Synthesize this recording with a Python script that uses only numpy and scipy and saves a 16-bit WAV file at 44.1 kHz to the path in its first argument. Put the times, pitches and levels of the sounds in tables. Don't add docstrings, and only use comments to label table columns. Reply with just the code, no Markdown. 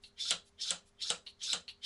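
import sys
import numpy as np
from scipy import signal
from scipy.fft import rfft, irfft
from scipy.io import wavfile
from scipy.ndimage import uniform_filter1d

SR = 44100
rng = np.random.default_rng(int(sys.argv[2]) if len(sys.argv) > 2 else 0)


def bounce(signal):
    frames = np.transpose(np.atleast_2d(signal))
    limited = np.clip(frames, -1, 1)
    pcm = np.round(limited * 32767).astype(np.int16)
    wavfile.write(sys.argv[1], SR, pcm)


N = 81585
TIME = np.arange(N) / SR

# (f/Hz, width/Hz, lift/dB)
BARREL_MODES = [(3111, 25, 5), (3304, 28, 4), (3436, 20, 4), (3500, 25, 1.5), (3740, 28, 3), (3830, 32, 5),
                (3992, 32, 5), (4129, 27, 4), (4345, 50, 3), (4498, 25, 3), (4970, 28, 6), (5379, 32, 6),
                (6319, 30, 4), (6491, 30, 4)]


def amp(db):
    return 10 ** (np.asarray(db) / 20)


def unit_rms(x):
    return x / np.sqrt(np.mean(x ** 2) + 1e-20)


def curve_at(points, hz):
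    f, value = np.transpose(points)
    return np.interp(np.log(hz + 1), np.log(f + 1), value)


def noise(spectrum, peaks=(), modulation=1):
    hz = np.fft.rfftfreq(N, 1 / SR)
    resonance_db = sum(lift / (1 + (2 * (hz - f) / width) ** 2) for f, width, lift in peaks)
    white = modulation * rng.standard_normal(N)
    return unit_rms(irfft(rfft(white) * amp(curve_at(spectrum, hz) + resonance_db), N))


def steady(x, samples):
    return x / np.sqrt(abs(uniform_filter1d(x ** 2, samples)) + 1e-9)


def flutter(depth_db, rate_hz):
    drift = uniform_filter1d(rng.standard_normal(N), max(2, int(SR / rate_hz)))
    return unit_rms(amp(depth_db * unit_rms(drift)))


def patchy(x, depth_db=2.6, patch_hz=260, patch_s=.018):
    hz, t, spectra = signal.stft(x, SR, nperseg=512, noverlap=384)
    field = rng.standard_normal(spectra.shape[::-1]).T
    field = uniform_filter1d(field, max(1, round(patch_hz / hz[1])), axis=0)
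    field = uniform_filter1d(field, max(1, round(patch_s / t[1])), axis=1)
    gain = unit_rms(amp(depth_db * unit_rms(field)))
    return signal.istft(spectra * gain, SR, nperseg=512, noverlap=384)[1][:N]


def burst(start, rise, hold, t60):
    t = TIME - start
    return np.clip(t / rise, 0, 1) * amp(-60 * np.maximum(t - hold, 0) / t60)


def sine(hz):
    return np.sin(2 * np.pi * (hz * TIME + rng.random()))


def ring(start, modes, rise):
    return sum(amp(db) * burst(start, rise, rise, t60) * sine(hz) for hz, db, t60 in modes)


def room(x, wet_db, delay_s=.0021):
    decay_times = [(150, 0.33), (600, 0.22), (1500, 0.099), (4000, 0.21), (8000, 0.15), (11000, 0.13)]
    length = SR // 2
    reflections = rng.choice([-1., 1.], length) * (rng.random(length) < .1) * (TIME[:length] > delay_s)
    hz, t, spectra = signal.stft(reflections, SR, nperseg=256)
    decay = amp(-60 * t / curve_at(decay_times, hz)[:, None])
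    tail = signal.istft(spectra * decay, SR, nperseg=256)[1]
    return x + amp(wet_db) * signal.fftconvolve(x, tail / np.linalg.norm(tail))[:N]


def workshop():
    floor_spectrum = [(15, 10.5), (45, -3), (80, 3.5), (140, -8), (300, -14.5), (600, -13.5), (1200, -16),
                      (3000, -22.5), (6000, -24.5), (11000, -35)]
    fan_tones = [(78, -83), (201, -82.5), (240, -83), (402, -78.5)]
    hum = sum(amp(db) * np.sqrt(2) * sine(hz) for hz, db in fan_tones)
    return amp(-68.5) * noise(floor_spectrum) + hum * flutter(depth_db=1, rate_hz=15)


def intake():
    pulls = [(0.015, 0.067, -63.5), (0.444, 0.047, -64.5), (.85, 0.043, -66), (1.248, 0.063, -65),
             (1.671, 0.044, -60)]
    hiss_spectrum = [(800, -45), (2500, -8), (4000, -1), (6500, -5.5), (7500, -4), (8500, -4), (11000, -4)]
    envelope = sum(amp(db) * burst(start, .022, length, t60=.037) for start, length, db in pulls)
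    return patchy(noise(hiss_spectrum)) * envelope


def top_stop():
    contacts = [(0.037, -48.5, 0.0021), (1.2636, -45.5, 0.012), (1.6798, -45, .015)]
    # (f/Hz, relative level/dB)
    chatter_spectrum = [(100, -43), (500, -24), (1750, -22), (2150, -13.5), (2500, -10.5), (2800, 0),
                        (3500, -6.5), (4100, 1.5), (4500, 1.5), (4800, -15.5), (5600, -21), (9000, -44)]
    ring_spectrum = [(2000, -30), (2800, -13), (3700, -17), (4050, 4), (4430, -0.5), (4750, -25),
                     (6000, -42)]
    chatter = steady(noise(chatter_spectrum, modulation=flutter(depth_db=2, rate_hz=410)), samples=400)
    after_ring = amp(-8.5) * steady(noise(ring_spectrum), samples=800)
    ticks = np.zeros(N)
    for start, db, length in contacts:
        ticks += amp(db) * chatter * burst(start, .00045, length, t60=.1)
        ticks += amp(db) * after_ring * burst(start, .0017, .0016, t60=.18)
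    return ticks


def valve():
    # (start t/s, fully open t/s, end t/s, rasp level/dB, hiss level/dB,
    # opening surge of the rasp/dB, opening surge of the hiss/dB)
    pushes = [(0.165, 0.204, .3085, -39.5, -44.5, 1, -7.5), (0.577, 0.617, .706, -40, -46, 1.5, 2.5),
              (0.986, 1.024, 1.102, -42, -46.5, 6, -4), (1.386, 1.436, 1.531, -38, -47.5, -1, 9),
              (1.811, 1.854, 2.17, -37, -52, 4, 7)]
    # (f/Hz, relative level/dB)
    crack_spectrum = [(800, -38), (1500, -20), (1950, -12.5), (2400, -10.5), (2750, -11), (3200, 3.5),
                      (3650, -3), (4200, -19), (5500, -29), (9000, -30.5)]
    rasp_spectrum = [(300, -30.5), (1000, -33), (1900, -24), (2500, -13), (3000, -9.5), (3500, 2.5),
                     (4100, 0.5), (4650, -4), (5250, 0), (5900, -16), (7500, -13.5), (11000, -22)]
    hiss_spectrum = [(2500, -33), (4500, 5), (5500, 13), (6600, 8.5), (7700, 0.5), (9000, -12),
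                     (10000, -25.5), (11000, -24)]
    hollow_spectrum = [(600, -19.5), (1100, -18), (1450, 5.5), (1750, -11), (2500, -33)]
    crack, rasp, hiss, hollow = np.zeros((4, N))
    for start, opened, end, rasp_db, hiss_db, surge_db, hiss_surge_db in pushes:
        cracked, eased = opened - .013, opened + .42 * (end - opened)
        stages = [start, opened, eased, end]
        gate = burst(start, .005, end - start, t60=.004)
        crack += amp(-50) * np.exp(-abs((TIME - cracked) / .014) ** 1.46)
        rasp += gate * amp(rasp_db + np.interp(TIME, stages, [-38.5, surge_db, -3, 3]))
        hiss += gate * amp(hiss_db + np.interp(TIME, stages, [-38, hiss_surge_db, -3.5, -1]))
        hollow += gate * amp(-57.5) * burst(end - .058, .003, .01, t60=.4)
    air = crack * noise(crack_spectrum)
    air += rasp * noise(rasp_spectrum, BARREL_MODES)
    air += hiss * noise(hiss_spectrum, BARREL_MODES)
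    air += hollow * noise(hollow_spectrum)
    return room(patchy(air * flutter(depth_db=.94, rate_hz=430)), wet_db=-4.5)


def clacks():
    # (t/s, then gain/dB of click, rattle, knock, body ring, support ring)
    impacts = [(0.3079, -0.5, 4.5, -1.5, -3, 0), (0.7067, -0.5, -6, -4, -9, -0.5),
               (1.1025, 1, -3.5, -1.5, 3, -2), (1.5317, -1, -5, -3.5, -3.5, -0.5)]
    # (f/Hz, relative level/dB, t60/s)
    click_modes = [(2376, -16.5, 0.0054), (2937, -0.5, 0.016), (3450, 4, 0.0099), (5430, -2, .008),
                   (6350, -2.5, 0.0086), (7674, 2, 0.013), (7930, 6, 0.0044), (8830, -4.5, 0.013),
                   (9560, -7.5, 0.0058), (10400, -11.5, 0.0078)]
    body_modes = [(480, -1.5, 0.21), (540, -9.5, 0.26), (850, -9, 0.07), (1450, -6, .09)]
    support_modes = [(174, 4, 0.14), (196.3, -2, 0.12)]
    # (f/Hz, relative level/dB)
    wash_spectrum = [(700, -17.5), (1400, -17), (2200, -3), (3000, 5.5), (3800, -2), (4600, 2), (5500, -4),
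                     (6500, 1), (7700, 3), (9000, -6), (10000, -11), (11000, -30)]
    rattle_spectrum = [(800, -46.5), (1900, -5), (2500, -7.5), (3050, 4.5), (3500, -2.5), (3980, 5),
                       (4400, -5), (5400, -7.5), (7500, -15.5), (11000, -19.5)]
    knock_spectrum = [(60, -14), (250, -6.5), (380, -16), (490, -2), (620, -1), (850, -4), (1050, -6.5),
                      (1350, 4), (1700, -5), (2600, -17), (5000, -38)]
    ringing, wash, rattle, knock = np.zeros((4, N))
    for start, click_db, rattle_db, knock_db, body_db, support_db in impacts:
        ringing += amp(click_db - 26) * ring(start, click_modes, rise=.0001)
        ringing += amp(support_db - 58) * ring(start, support_modes, rise=.046)
        ringing += amp(body_db - 47.5) * ring(start, body_modes, rise=.0022)
        wash += amp(click_db - 34.5) * burst(start, .0012, .0012, t60=.18)
        rattle += amp(rattle_db - 32) * burst(start, .0028, .0057, t60=.045)
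        knock += amp(knock_db - 40) * burst(start, .0059, .012, t60=.18)
    wash *= patchy(noise(wash_spectrum))
    rattle *= steady(patchy(noise(rattle_spectrum, BARREL_MODES)), samples=200)
    rattle = room(rattle, wet_db=-3.5)
    knock *= steady(noise(knock_spectrum), samples=500)
    return ringing + wash + rattle + room(knock, wet_db=-9.5)


def scene():
    pushes = valve() + clacks()
    pulls = room(intake() + top_stop(), wet_db=-9.5)
    return (pushes + pulls + workshop())[None]


def record(dry, low_hz=22, high_hz=11250):
    dry = signal.sosfilt(signal.butter(2, low_hz, "high", fs=SR, output="sos"), dry)
    low_pass = signal.firwin(301, high_hz, window=("kaiser", 7), fs=SR)
    return signal.oaconvolve(dry, low_pass[None], "same")


dry = scene()
out = record(dry)
bounce(out)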